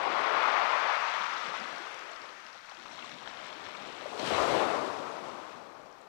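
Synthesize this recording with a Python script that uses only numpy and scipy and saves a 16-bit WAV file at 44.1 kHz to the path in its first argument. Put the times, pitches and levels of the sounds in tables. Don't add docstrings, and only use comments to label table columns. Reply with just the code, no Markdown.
import sys
import numpy as np
from scipy import signal
from scipy.fft import rfft, irfft, next_fast_len
from scipy.io import wavfile
from scipy.ndimage import uniform_filter1d, map_coordinates

SR = 44100
rng = np.random.default_rng(int(sys.argv[2]) if len(sys.argv) > 2 else 0)


def volts_from_decibels(level):
    exponent = np.asarray(level, float) / 20
    return 10 ** exponent


def file_out(sig):
    cols = np.atleast_2d(sig).T
    lim = np.clip(cols, -1, 1)
    pcm = np.round(lim * 32767).astype(np.int16)
    wavfile.write(sys.argv[1], SR, pcm)


N = 268111

# pitch_hz, level_db
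INPUT_HISS = [(10, 24), (43, 19), (90, 14), (170, 9), (350, 5), (700, 3), (3000, 1), (9000, 0), (13800, -1),
              (14100, 1), (14400, -1), (15100, -2), (15250, -8), (15600, -7)]
# start_s, level_db
BUZZ_LEVEL = [
    (0, -87),
    (2.2, -87),
    (2.7, -98),
    (3.6, -98),
    (4.1, -88),
    (4.8, -88),
    (5.05, -98),
    (5.3, -88),
    (6.08, -88),
]
# pitch_hz, level_db
MIC_NOISE = [(10, -1), (30, -3), (60, -6), (150, -22), (400, -30), (6000, -28), (13700, -30), (14100, -27),
             (14500, -31), (15500, -41)]

# start_s, level_db, big_bubbles (share 0-1)
FOAM_FLOW = [(0, -33, 0.21), (.18, -32, 0.17), (.41, -31, 0.06), (.62, -31, .04), (.87, -32.5, 0),
             (1.3, -38.5, 0.03), (1.63, -43, 0.16), (1.95, -47.5, 0.26), (2.4, -53, 0.13),
             (2.66, -57.5, 0.06), (2.88, -53, 0.12), (3.18, -52.5, 0.38), (3.4, -49.5, 0.22),
             (4.08, -47.5, 0.64), (4.23, -39, 0.98), (4.4, -30.5, 0.65), (4.56, -31, 0.94),
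             (4.72, -33, 0.69), (4.98, -39.5, 0.58), (5.55, -48, 0.45), (6.08, -55, 0.48)]
# start_s, flow_db, extra_spray_db, rolling_stones (share 0-1)
WATER_FLOW = [(0, -41, 0, 0.24), (.41, -36, -0.5, 0.21), (.9, -36, 0, 0.18), (1.45, -42, 3.5, 0.25),
              (2.1, -50, -1, 0.08), (2.68, -55.5, -0.5, 0.17), (3.05, -52.5, 5, .33),
              (3.19, -55, 2.5, 0.31), (3.3, -50.5, 2.5, 0.33), (4.0, -51, 1.5, 0.23),
              (4.17, -52, 5.5, 0.12), (4.2, -46, 10, 0.28), (4.24, -44.5, 9, 0.2), (4.28, -39.5, 11, 0.15),
              (4.34, -38, 9.5, 0.2), (4.44, -41.5, 10.5, 0.08), (4.6, -40.5, 7.5, 0.12),
              (4.98, -53.5, 4.5, 0.1), (5.5, -56, 0.5, 0.12), (5.7, -64.5, -1, 0.15), (6.08, -67, -3, 0.17)]
# start_s, peak_db, fade_s (to 1/e)
WATER_SLAPS = [(.03, -51.5, 0.15), (1.2, -59, 0.092), (1.44, -52, 0.089), (1.58, -55, 0.1),
               (1.71, -55, 0.042), (2.2, -61, 0.085), (2.76, -63, 0.95), (3.13, -48, 0.027),
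               (3.3, -77, 0.33), (3.55, -61.5, 0.54), (3.8, -58.5, 0.3), (4.22, -42.5, 0.12),
               (4.275, -40, 0.069), (4.48, -43, 0.2), (4.78, -49.5, 0.25), (4.95, -57, 0.5),
               (5.2, -58, 0.43), (5.55, -58, 0.12)]
# start_s, peak_db, fade_s (to 1/e)
FOAM_BURSTS = [(0.062, -20, 0.03), (0.19, -37, 0.028), (0.256, -18, 0.048), (0.308, -18, 0.045),
               (0.366, -13, 0.024), (0.439, -30, 0.03), (0.485, -11.5, 0.015), (0.529, -18.5, 0.058),
               (0.555, -18, 0.035), (0.625, -17, 0.03), (0.685, -32, 0.027), (0.728, -17, 0.03),
               (0.762, -26, 0.03), (0.85, -15, 0.023), (0.916, -20, 0.03), (1.019, -30, 0.03),
               (1.139, -21.5, 0.03), (1.539, -30, 0.03), (1.749, -31, 0.03), (1.956, -36, 0.025),
               (1.997, -51, 0.026), (2.05, -48, 0.03), (2.114, -41, 0.03), (2.239, -32, 0.021),
               (2.289, -36, 0.03), (2.349, -46, 0.03), (2.484, -36, 0.03), (2.545, -35.5, 0.026),
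               (2.688, -38, 0.024), (2.791, -51, 0.03), (2.854, -40, 0.03), (2.978, -34, 0.022),
               (3.044, -43, 0.03), (3.15, -40, 0.03), (3.215, -36, 0.036), (3.255, -35, 0.042),
               (3.359, -50, 0.03), (3.599, -37, 0.03), (3.814, -38, 0.03), (3.889, -41, 0.03),
               (3.939, -41, 0.023), (3.999, -35, 0.03), (4.057, -32, 0.053), (4.114, -27.5, 0.03),
               (4.191, -24, 0.026), (4.227, -20.5, 0.025), (4.261, -33, 0.026), (4.304, -17, 0.03),
               (4.379, -16, 0.039), (4.405, -14.5, 0.036), (4.443, -29, 0.027), (4.506, -18, 0.042),
               (4.539, -14, 0.03), (4.599, -17, 0.074), (4.701, -24, 0.033), (4.744, -21, 0.021),
               (4.836, -39, 0.03), (4.979, -44, 0.03), (5.063, -28, 0.03), (5.159, -28, 0.023)]
# start_s, fine_bubbles (share 0-1)
FOAM_THINNING = [(0, 0), (.3, 0.44), (.8, 0.15), (1.3, 1), (1.9, 0.2), (2.5, 0.76), (2.9, 0.1), (4.0, 0.03),
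                 (4.4, 0.3), (4.7, 0), (6.08, 0.15)]

# pitch_hz, level_db
THUMP_SPECTRUM = [(60, -60), (100, -33), (150, -7), (250, 5), (330, 4.5), (500, -6.5), (900, -61)]
BOOM_SPECTRUM = [(30, -50), (50, -32), (70, -17), (100, -3.5), (200, 2), (320, -2.5), (600, -68)]
SMALL_FOAM_SPECTRUM = [(150, -35), (300, -23.5), (590, -1), (920, 2), (1150, 3), (1400, -3), (1700, -11),
                       (2500, -14), (4000, -78)]
BIG_FOAM_SPECTRUM = [(120, -71), (250, -13), (400, -4), (620, -2), (1130, -7), (1500, -15.5), (2200, -20.5),
                     (4000, -69)]
FINE_FOAM_SPECTRUM = [(250, -48), (600, -15), (950, -4), (1230, -1), (1450, -5.5), (1750, -15.5),
                      (2500, -19), (4000, -70)]
WASH_SPECTRUM = [(700, -52), (1300, 5.5), (1700, 3.5), (2100, 0.5), (2800, -4.5), (3500, -18),
                 (4500, -14.5), (6000, -21.5), (9000, -81)]
FIZZ_SPECTRUM = [(900, -57), (1500, -0.5), (2000, -7.5), (2600, 0), (3500, -2), (4300, -10), (4800, -13),
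                 (6000, -37), (9000, -75)]
CLATTER_SPECTRUM = [(800, -35), (1500, -0.5), (2200, 10.5), (2800, -5), (3500, 0.5), (4200, -10),
                    (4800, -9), (6000, -41), (9000, -72)]
SPRAY_SPECTRUM = [(2500, -36), (4000, -4.5), (5000, -0.5), (6200, -2), (7300, -11.5), (9500, -20.5),
                  (12000, -27.5), (15500, -38)]
MIST_SPECTRUM = [(2500, -18), (4000, -1), (5000, -4), (6200, -8), (7900, -8.5), (9500, -15), (11800, -22),
                 (15500, -36)]
TINKLE_SPECTRUM = [(2500, -14), (4200, -2), (4800, -14), (5500, -3), (6300, -11), (7500, -8), (9500, -21.5),
                   (12000, -30), (15500, -46)]

# start_s, peak_db
GRIT_SNAPS = [(0.016, -47), (0.0323, -46), (0.078, -51), (0.206, -48), (0.1052, -53), (0.1376, -47),
              (0.1585, -48), (0.1955, -47), (0.2718, -55), (0.2887, -49), (0.3641, -54), (0.4793, -45),
              (0.5162, -54), (0.6484, -50), (0.6669, -52), (0.9288, -48), (1.0575, -55), (1.1692, -53),
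              (1.2461, -52), (1.486, -52), (1.5554, -58), (1.7664, -58), (1.8766, -53), (1.9155, -52),
              (1.945, -45), (2.0787, -56), (2.1161, -47), (2.1954, -55), (2.3291, -57), (2.3635, -57),
              (2.4309, -64), (2.5296, -61), (2.7467, -57), (2.9013, -57), (2.9472, -61), (2.9776, -58),
              (3.0939, -54), (3.1797, -62), (3.258, -59), (3.272, -56), (3.3114, -50), (3.3528, -55),
              (3.4481, -60), (3.4655, -47), (3.5209, -57), (3.6511, -58), (3.7718, -59), (3.9634, -53),
              (4.1989, -54), (4.295, -46), (4.756, -45), (4.863, -47), (5.2844, -50), (5.5119, -57),
              (5.8591, -58), (5.915, -54), (5.9843, -70), (6.0137, -55)]
# start_s, peak_db, pitch_hz
STONE_TICKS = [(0.1584, -50, 4320), (0.1955, -49, 5650), (0.3676, -56, 4390), (0.5212, -45, 4600),
               (0.5417, -41, 4400), (0.6355, -48, 4300), (0.8554, -46, 4460), (1.0584, -45, 4550),
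               (1.3374, -40, 4960), (1.4197, -49, 4380), (1.4474, -39, 4430), (1.488, -48, 4300),
               (1.6003, -41, 5080), (1.6164, -42, 4810), (1.7614, -41, 4600), (1.7828, -43, 5400),
               (1.9924, -45, 5570), (2.0797, -59, 4650), (2.1334, -46, 4370), (2.2174, -43, 4730),
               (2.5296, -44, 5450), (2.7466, -44, 4300), (2.9272, -55, 5050), (4.2244, -43, 4300),
               (4.2433, -42, 5080), (4.2744, -38, 4500), (5.1682, -50, 4580), (5.8591, -54, 4370),
               (5.9274, -52, 5430), (5.9843, -59, 5330)]
# start_s, peak_db, pitch_hz, chip_db (bright chip over the ring)
PEBBLE_KNOCKS = [(1.9437, -38, 2870, -8), (2.162, -40, 2800, -6), (2.465, -43, 2700, -6),
                 (2.695, -43, 4400, -9), (2.7138, -44, 3260, -12), (2.751, -46, 2600, -18),
                 (2.798, -46, 3740, -7), (2.829, -44, 3400, -12), (2.8586, -42, 2570, -18),
                 (2.966, -45, 3240, -15), (2.9901, -40, 3320, -22), (3.0242, -37.5, 2720, -24),
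                 (3.0765, -38.5, 2850, -23), (3.0939, -40, 3050, -9), (3.1167, -38.5, 3600, -10),
                 (3.137, -43, 3780, -18), (3.2594, -41, 3550, -17), (3.275, -33, 3300, -21),
                 (3.311, -41, 2830, -27), (3.3916, -40, 3100, -22), (3.462, -41, 3320, -18),
                 (3.5036, -41, 3440, -19), (3.5283, -38, 3450, -25), (3.6643, -39, 3400, -19),
                 (3.7505, -38.5, 2390, -24), (3.821, -40, 3400, -16), (3.8516, -41, 3180, -16),
                 (3.925, -40, 3870, -20), (4.011, -39, 3530, -19), (4.1954, -34, 4290, -11)]
# start_s, peak_db, pitch_hz
STONE_PATTER = [(2.0944, -38, 3000), (2.2907, -36, 4200), (2.4474, -52, 5250), (2.4854, -49, 3670),
                (2.609, -43, 4500), (2.66, -46, 4600), (2.669, -46, 4000), (2.688, -40, 2300),
                (2.995, -38, 3300), (3.012, -41, 2600), (3.124, -36, 2600), (3.19, -40, 3700),
                (3.234, -40, 2900), (3.887, -39, 2800), (2.5004, -52, 3420), (2.5835, -51, 3650),
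                (2.7202, -42, 3420), (2.7701, -35, 3130), (2.8215, -42, 3800), (2.8824, -40, 3920),
                (2.9464, -47, 3000), (2.9582, -36, 3850), (2.9774, -42, 3290), (3.0454, -41, 3790),
                (3.0604, -38, 3910), (3.1424, -37, 3800), (3.1852, -36, 3450), (3.299, -45, 3440),
                (3.3473, -44, 3360), (3.3717, -34, 3530), (3.4004, -40, 3700), (3.556, -43, 3340),
                (3.5824, -36, 3030), (3.613, -41, 3380), (3.6534, -40, 3360), (3.7244, -48, 3760),
                (3.7693, -35, 3770), (3.8034, -38, 3340), (3.8884, -43, 3180), (3.9574, -49, 3480),
                (4.0404, -48, 3820), (4.0954, -46, 3090), (4.1144, -39, 3910)]
# start_s, peak_db, pitch_hz
FLUNG_STONES = [(4.1774, -34, 3660), (4.2264, -31, 3880), (4.2434, -34, 2730), (4.2737, -29, 2730),
                (4.2944, -28, 3040), (4.3804, -33, 2690), (4.5784, -36, 3390), (4.6254, -32, 2580),
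                (4.7294, -36, 2820), (4.7554, -31, 2720), (4.8624, -34, 3680), (4.8903, -33, 3610),
                (4.9174, -43, 2790), (4.9494, -41, 2600), (5.0644, -44, 2680)]
# start_s, peak_db, pitch_hz
AIR_GULPS = [(1.2, -55.5, 189), (1.447, -52.5, 203), (1.48, -53.5, 157), (1.611, -45, 213),
             (1.46, -49, 440), (1.54, -56, 383), (1.66, -63, 332), (1.721, -65, 156), (1.8, -47, 323),
             (1.92, -58, 400), (2.02, -61, 355), (2.45, -63, 238), (2.78, -62, 332), (3.78, -58, 184),
             (2.215, -70, 112), (3.66, -64, 94), (3.687, -38, 945), (4.9, -31, 950), (4.3, -44, 216),
             (4.319, -47, 85.5), (4.392, -50.5, 67.6), (4.469, -59, 59.5)]
# start_s, peak_db, pitch_hz
BUBBLE_GURGLES = [(1.475, -33, 1250), (1.539, -30.5, 730), (1.561, -23, 1050), (1.657, -32, 1180),
                  (1.798, -33, 1180), (1.869, -31, 1170), (2.113, -35, 656), (2.719, -37, 760),
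                  (2.929, -40, 640), (3.043, -32, 1040), (3.229, -40, 1120), (3.329, -36, 1390),
                  (3.419, -41, 1100), (3.528, -44, 1310), (3.599, -38, 1160), (3.749, -36, 1540),
                  (3.811, -36, 770), (3.898, -42, 446), (3.949, -30, 690), (3.979, -39, 840),
                  (4.019, -32, 600), (4.057, -29, 555), (4.129, -36, 714)]


def unit(x):
    return x / np.sqrt(np.mean(x ** 2) + 1e-20)


def curves(rows):
    s, *columns = np.transpose(rows)
    t = np.arange(N) / SR
    return [np.interp(t, s, column) for column in columns]


def wobble(rate):
    points = rng.standard_normal(N // 500)
    return map_coordinates(points, [np.arange(N) * np.clip(rate, 0, 80) / SR])


def coloured(x, spectrum):
    size = next_fast_len(N + 8192)
    hz, db = np.transpose(spectrum)
    log_hz = np.log(np.fft.rfftfreq(size, 1 / SR) + 1)
    gain = volts_from_decibels(np.interp(log_hz, np.log(hz + 1), db, left=-120))
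    return unit(irfft(rfft(x, size) * gain, size)[:N])


def patchy(patchy_db):
    z = signal.stft(rng.standard_normal(N), nperseg=512)[2]
    field = uniform_filter1d(rng.standard_normal(z.shape), 5, 0)
    field = uniform_filter1d(field, 8, 1)
    return unit(signal.istft(z * volts_from_decibels(patchy_db * unit(field)), nperseg=512)[1][:N])


def pings(s, hz, gain, cycles, rise, size, sharp=2):
    k = np.arange(size)
    age = hz[:, None] * k / SR
    tone = np.sin(2 * np.pi * age * (1 + rise * age / cycles))
    wave = tone * np.exp(-age / cycles) * (1 - np.exp(-sharp * age))
    at = (s * SR).astype(int)[:, None] + k
    return np.bincount(at.ravel(), (gain[:, None] * wave).ravel(), N + size)[:N]


def swarm(count, hz, spread, range_db, cycles, rise, size):
    u, g = rng.random((count, 2)), rng.standard_normal(count)
    pitch = np.clip(hz * np.exp(spread * g), 50, 15000)
    rare = -np.log(u[:, 1] + .015)
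    return unit(pings(u[:, 0] * N / SR, pitch, volts_from_decibels(range_db * rare), cycles, rise, size))


def blend(a, b, share):
    share = np.clip(share, 0, 1)
    return np.sqrt(1 - share) * a + np.sqrt(share) * b


def outbursts(rows, rise_s):
    t = np.arange(0, N + 64, 64) / SR
    s, db, fade_s = np.transpose(rows)[..., None]
    age = np.clip(t - s, 0, None)
    power = np.sum(volts_from_decibels(2 * db) * (1 - np.exp(-age / rise_s)) * np.exp(-2 * age / fade_s), axis=0)
    return np.interp(np.arange(N) / SR, t, power)


def circuit():
    t = np.arange(N) / SR
    buzz_hz, hiss_db = 470.6, -77.6
    buzz = unit(sum(volts_from_decibels(-.6 * k) * np.cos(2 * np.pi * k * buzz_hz * t) for k in range(1, 15)))
    hiss = coloured(rng.standard_normal(N), INPUT_HISS)
    return volts_from_decibels(hiss_db) * hiss + volts_from_decibels(curves(BUZZ_LEVEL)[0]) * buzz


def microphone_noise():
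    return volts_from_decibels(-77) * coloured(rng.standard_normal(N), MIC_NOISE)


def breaking_foam():
    foam_db, big = curves(FOAM_FLOW)
    return foam_db, np.clip(big, .01, 1)


def far_surf():
    rolling = curves(WATER_FLOW)[2]
    return volts_from_decibels(-84 + 51.5 * rolling + 1.4 * wobble(3.1)) * coloured(patchy(1.5), BOOM_SPECTRUM)


def trapped_air(lap):
    foam_db, big = breaking_foam()
    heave_db = -66 + 0.98 * (foam_db + 10 * np.log10(big) + 51)
    thump_db = 10 * np.log10(volts_from_decibels(2 * heave_db) + outbursts(WATER_SLAPS, rise_s=0.014))
    deep = 0.013 + 0.57 * big
    low = blend(coloured(patchy(1.7), THUMP_SPECTRUM), coloured(patchy(0.37), BOOM_SPECTRUM), deep)
    return volts_from_decibels(thump_db + .5 * lap + 0.44 * wobble(1.5)) * low


def foam(spectrum, bubble_hz):
    bubbles = swarm(count=4000, hz=bubble_hz, spread=0.3994, range_db=3.0, cycles=4.97, rise=0.044, size=900)
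    return blend(coloured(patchy(1.0), spectrum), coloured(bubbles, spectrum), 0.2)


def foam_roar(lap):
    foam_db, big = breaking_foam()
    fine = curves(FOAM_THINNING)[0]
    small = blend(foam(SMALL_FOAM_SPECTRUM, 1123.0), coloured(patchy(1.3), FINE_FOAM_SPECTRUM), fine)
    steady_power = volts_from_decibels(2 * (foam_db - 0.5 + 0.067 * lap))
    burst_power = volts_from_decibels(2 * -14) * outbursts(FOAM_BURSTS, rise_s=0.0021)
    return np.sqrt(steady_power + burst_power) * blend(small, foam(BIG_FOAM_SPECTRUM, 597.0), big)


def rolling_stones():
    stones = swarm(count=12000, hz=4500, spread=0.539, range_db=3.0, cycles=1.3, rise=0, size=90)
    return volts_from_decibels(1.77 * wobble(45)) * stones


def wash(lap, stones):
    wash_db, _, rolling = curves(WATER_FLOW)
    big = breaking_foam()[1]
    fizz = 0.013 + 0.61 * big + 0.47 * rolling
    flow = blend(coloured(patchy(0.53), WASH_SPECTRUM), coloured(patchy(0.96), FIZZ_SPECTRUM), fizz)
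    return volts_from_decibels(wash_db + 0.16 * lap) * blend(flow, coloured(stones, CLATTER_SPECTRUM), 0.71 * rolling)


def spray(lap, stones):
    wash_db, thrown_db, rolling = curves(WATER_FLOW)
    big = breaking_foam()[1]
    spray_db = -61.5 + 0.46 * (wash_db + 51.0) + thrown_db
    hiss = blend(coloured(patchy(0.77), SPRAY_SPECTRUM), coloured(patchy(0.97), MIST_SPECTRUM), big)
    mix = blend(hiss, coloured(stones, TINKLE_SPECTRUM), 2.54 * rolling)
    return volts_from_decibels(spray_db + 0.14 * lap + 0.14 * wobble(48)) * mix


def surf():
    lap = wobble(22.06)
    stones = rolling_stones()
    return far_surf() + trapped_air(lap) + foam_roar(lap) + wash(lap, stones) + spray(lap, stones)


def grit():
    s, db = np.transpose(GRIT_SNAPS)
    g = rng.standard_normal((len(s), 2))
    hz = 7240 * np.exp(0.16 * g)
    main = pings(s, hz[:, 0], volts_from_decibels(db + 7.5), cycles=2.5, rise=0, size=90, sharp=.8)
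    upper = pings(s, 1.3 * hz[:, 1], volts_from_decibels(db - 5), cycles=2.5, rise=0, size=90, sharp=.8)
    return main + upper


def small_stones():
    patter = np.add(STONE_PATTER, [0, -6.5, 0])
    flung = np.add(FLUNG_STONES, [0, -8, 0])
    s, db, hz = np.vstack([STONE_TICKS, patter, flung]).T
    tick = pings(s, hz, volts_from_decibels(db + 9.5), cycles=2.0, rise=0, size=120)
    overtone = pings(s, 1.4 * hz, volts_from_decibels(db - 6), cycles=1.1, rise=0, size=60)
    return tick + overtone


def rollers():
    u, g = rng.random((600, 2)), rng.standard_normal((600, 3))
    rolling = curves(WATER_FLOW)[2][(u[:, 0] * N).astype(int)]
    rolling = np.clip(rolling / .4, .01, 1)
    db = -54 + 3 * np.clip(g[:, 0], -3, 1.5) + 20 * np.log10(rolling)
    hz = 3500 * np.exp(0.12 * g[:, 1])
    chip_db = 4 * np.clip(g[:, 2], -3, .5) - 9
    happens = u[:, 1] < rolling ** 2.5
    return np.array([u[:, 0] * N / SR, db, hz, chip_db])[:, happens]


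def skipping(s, db, hz, chip_db):
    u, g = rng.random((len(s), 2)).T, rng.standard_normal((len(s), 2)).T
    later_s = s + 0.00165 + .006 * u
    softer_db = db - 10 + 0 * u
    after = [later_s, softer_db, hz * np.exp(.22 * g), chip_db + 0 * u]
    return [np.append(a, np.ravel(b)) for a, b in zip((s, db, hz, chip_db), after)]


def pebbles():
    s, db, hz, chip_db = skipping(*np.hstack([np.transpose(PEBBLE_KNOCKS), rollers()]))
    g = np.clip(rng.standard_normal((len(s), 2)), -2, 1)
    click = pings(s, hz, volts_from_decibels(db + 7.0), cycles=2.23, rise=0, size=200)
    knock = pings(s, 0.51 * hz, volts_from_decibels(db + 11.0), cycles=0.87, rise=0, size=200)
    crack = pings(s, np.full(len(s), 7600.0), volts_from_decibels(db - 30 + 4.1 * g[:, 0]), cycles=1.2, rise=0, size=100)
    chip = pings(s, 5400 * np.exp(0.12 * g[:, 1]), volts_from_decibels(db + 8.5 + chip_db), cycles=3.4, rise=0, size=120)
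    return click + knock + crack + chip


def scattered(direct):
    t = np.arange(900) / SR
    scatter_db, fade_60db_s, direct_db, soft_hz = -21, .016, -2.5, 10000
    place = np.pi * wobble(30)
    tails = rng.standard_normal((2, 900)) * volts_from_decibels(scatter_db - 60 * t / fade_60db_s)
    feeds = direct * np.array([np.cos(place), np.sin(place)])
    spread = signal.fftconvolve(feeds, tails, axes=1)[:, :N].sum(0)
    soften = signal.butter(4, soft_hz, fs=SR, output="sos")
    return signal.sosfilt(soften, volts_from_decibels(direct_db) * direct + spread)


def gulps():
    s, db, hz = np.vstack([AIR_GULPS, np.add(BUBBLE_GURGLES, [0, -8.5, 0])]).T
    note = pings(s, hz, volts_from_decibels(db + 7), cycles=2.8, rise=0.02, size=6000, sharp=1.0)
    return note * volts_from_decibels(2.5 * wobble(70))


def scene():
    clicks = scattered(grit() + small_stones() + pebbles())
    sea = volts_from_decibels(5.5) * (surf() + clicks + gulps())
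    return np.array([sea, np.zeros(N)])


def band_limit(x):
    return signal.sosfilt(signal.butter(12, 15720, fs=SR, output="sos"), x)


def record(dry):
    noise = np.array([microphone_noise() + circuit(), circuit()])
    return band_limit(dry + noise)


dry = scene()
out = record(dry)
file_out(out)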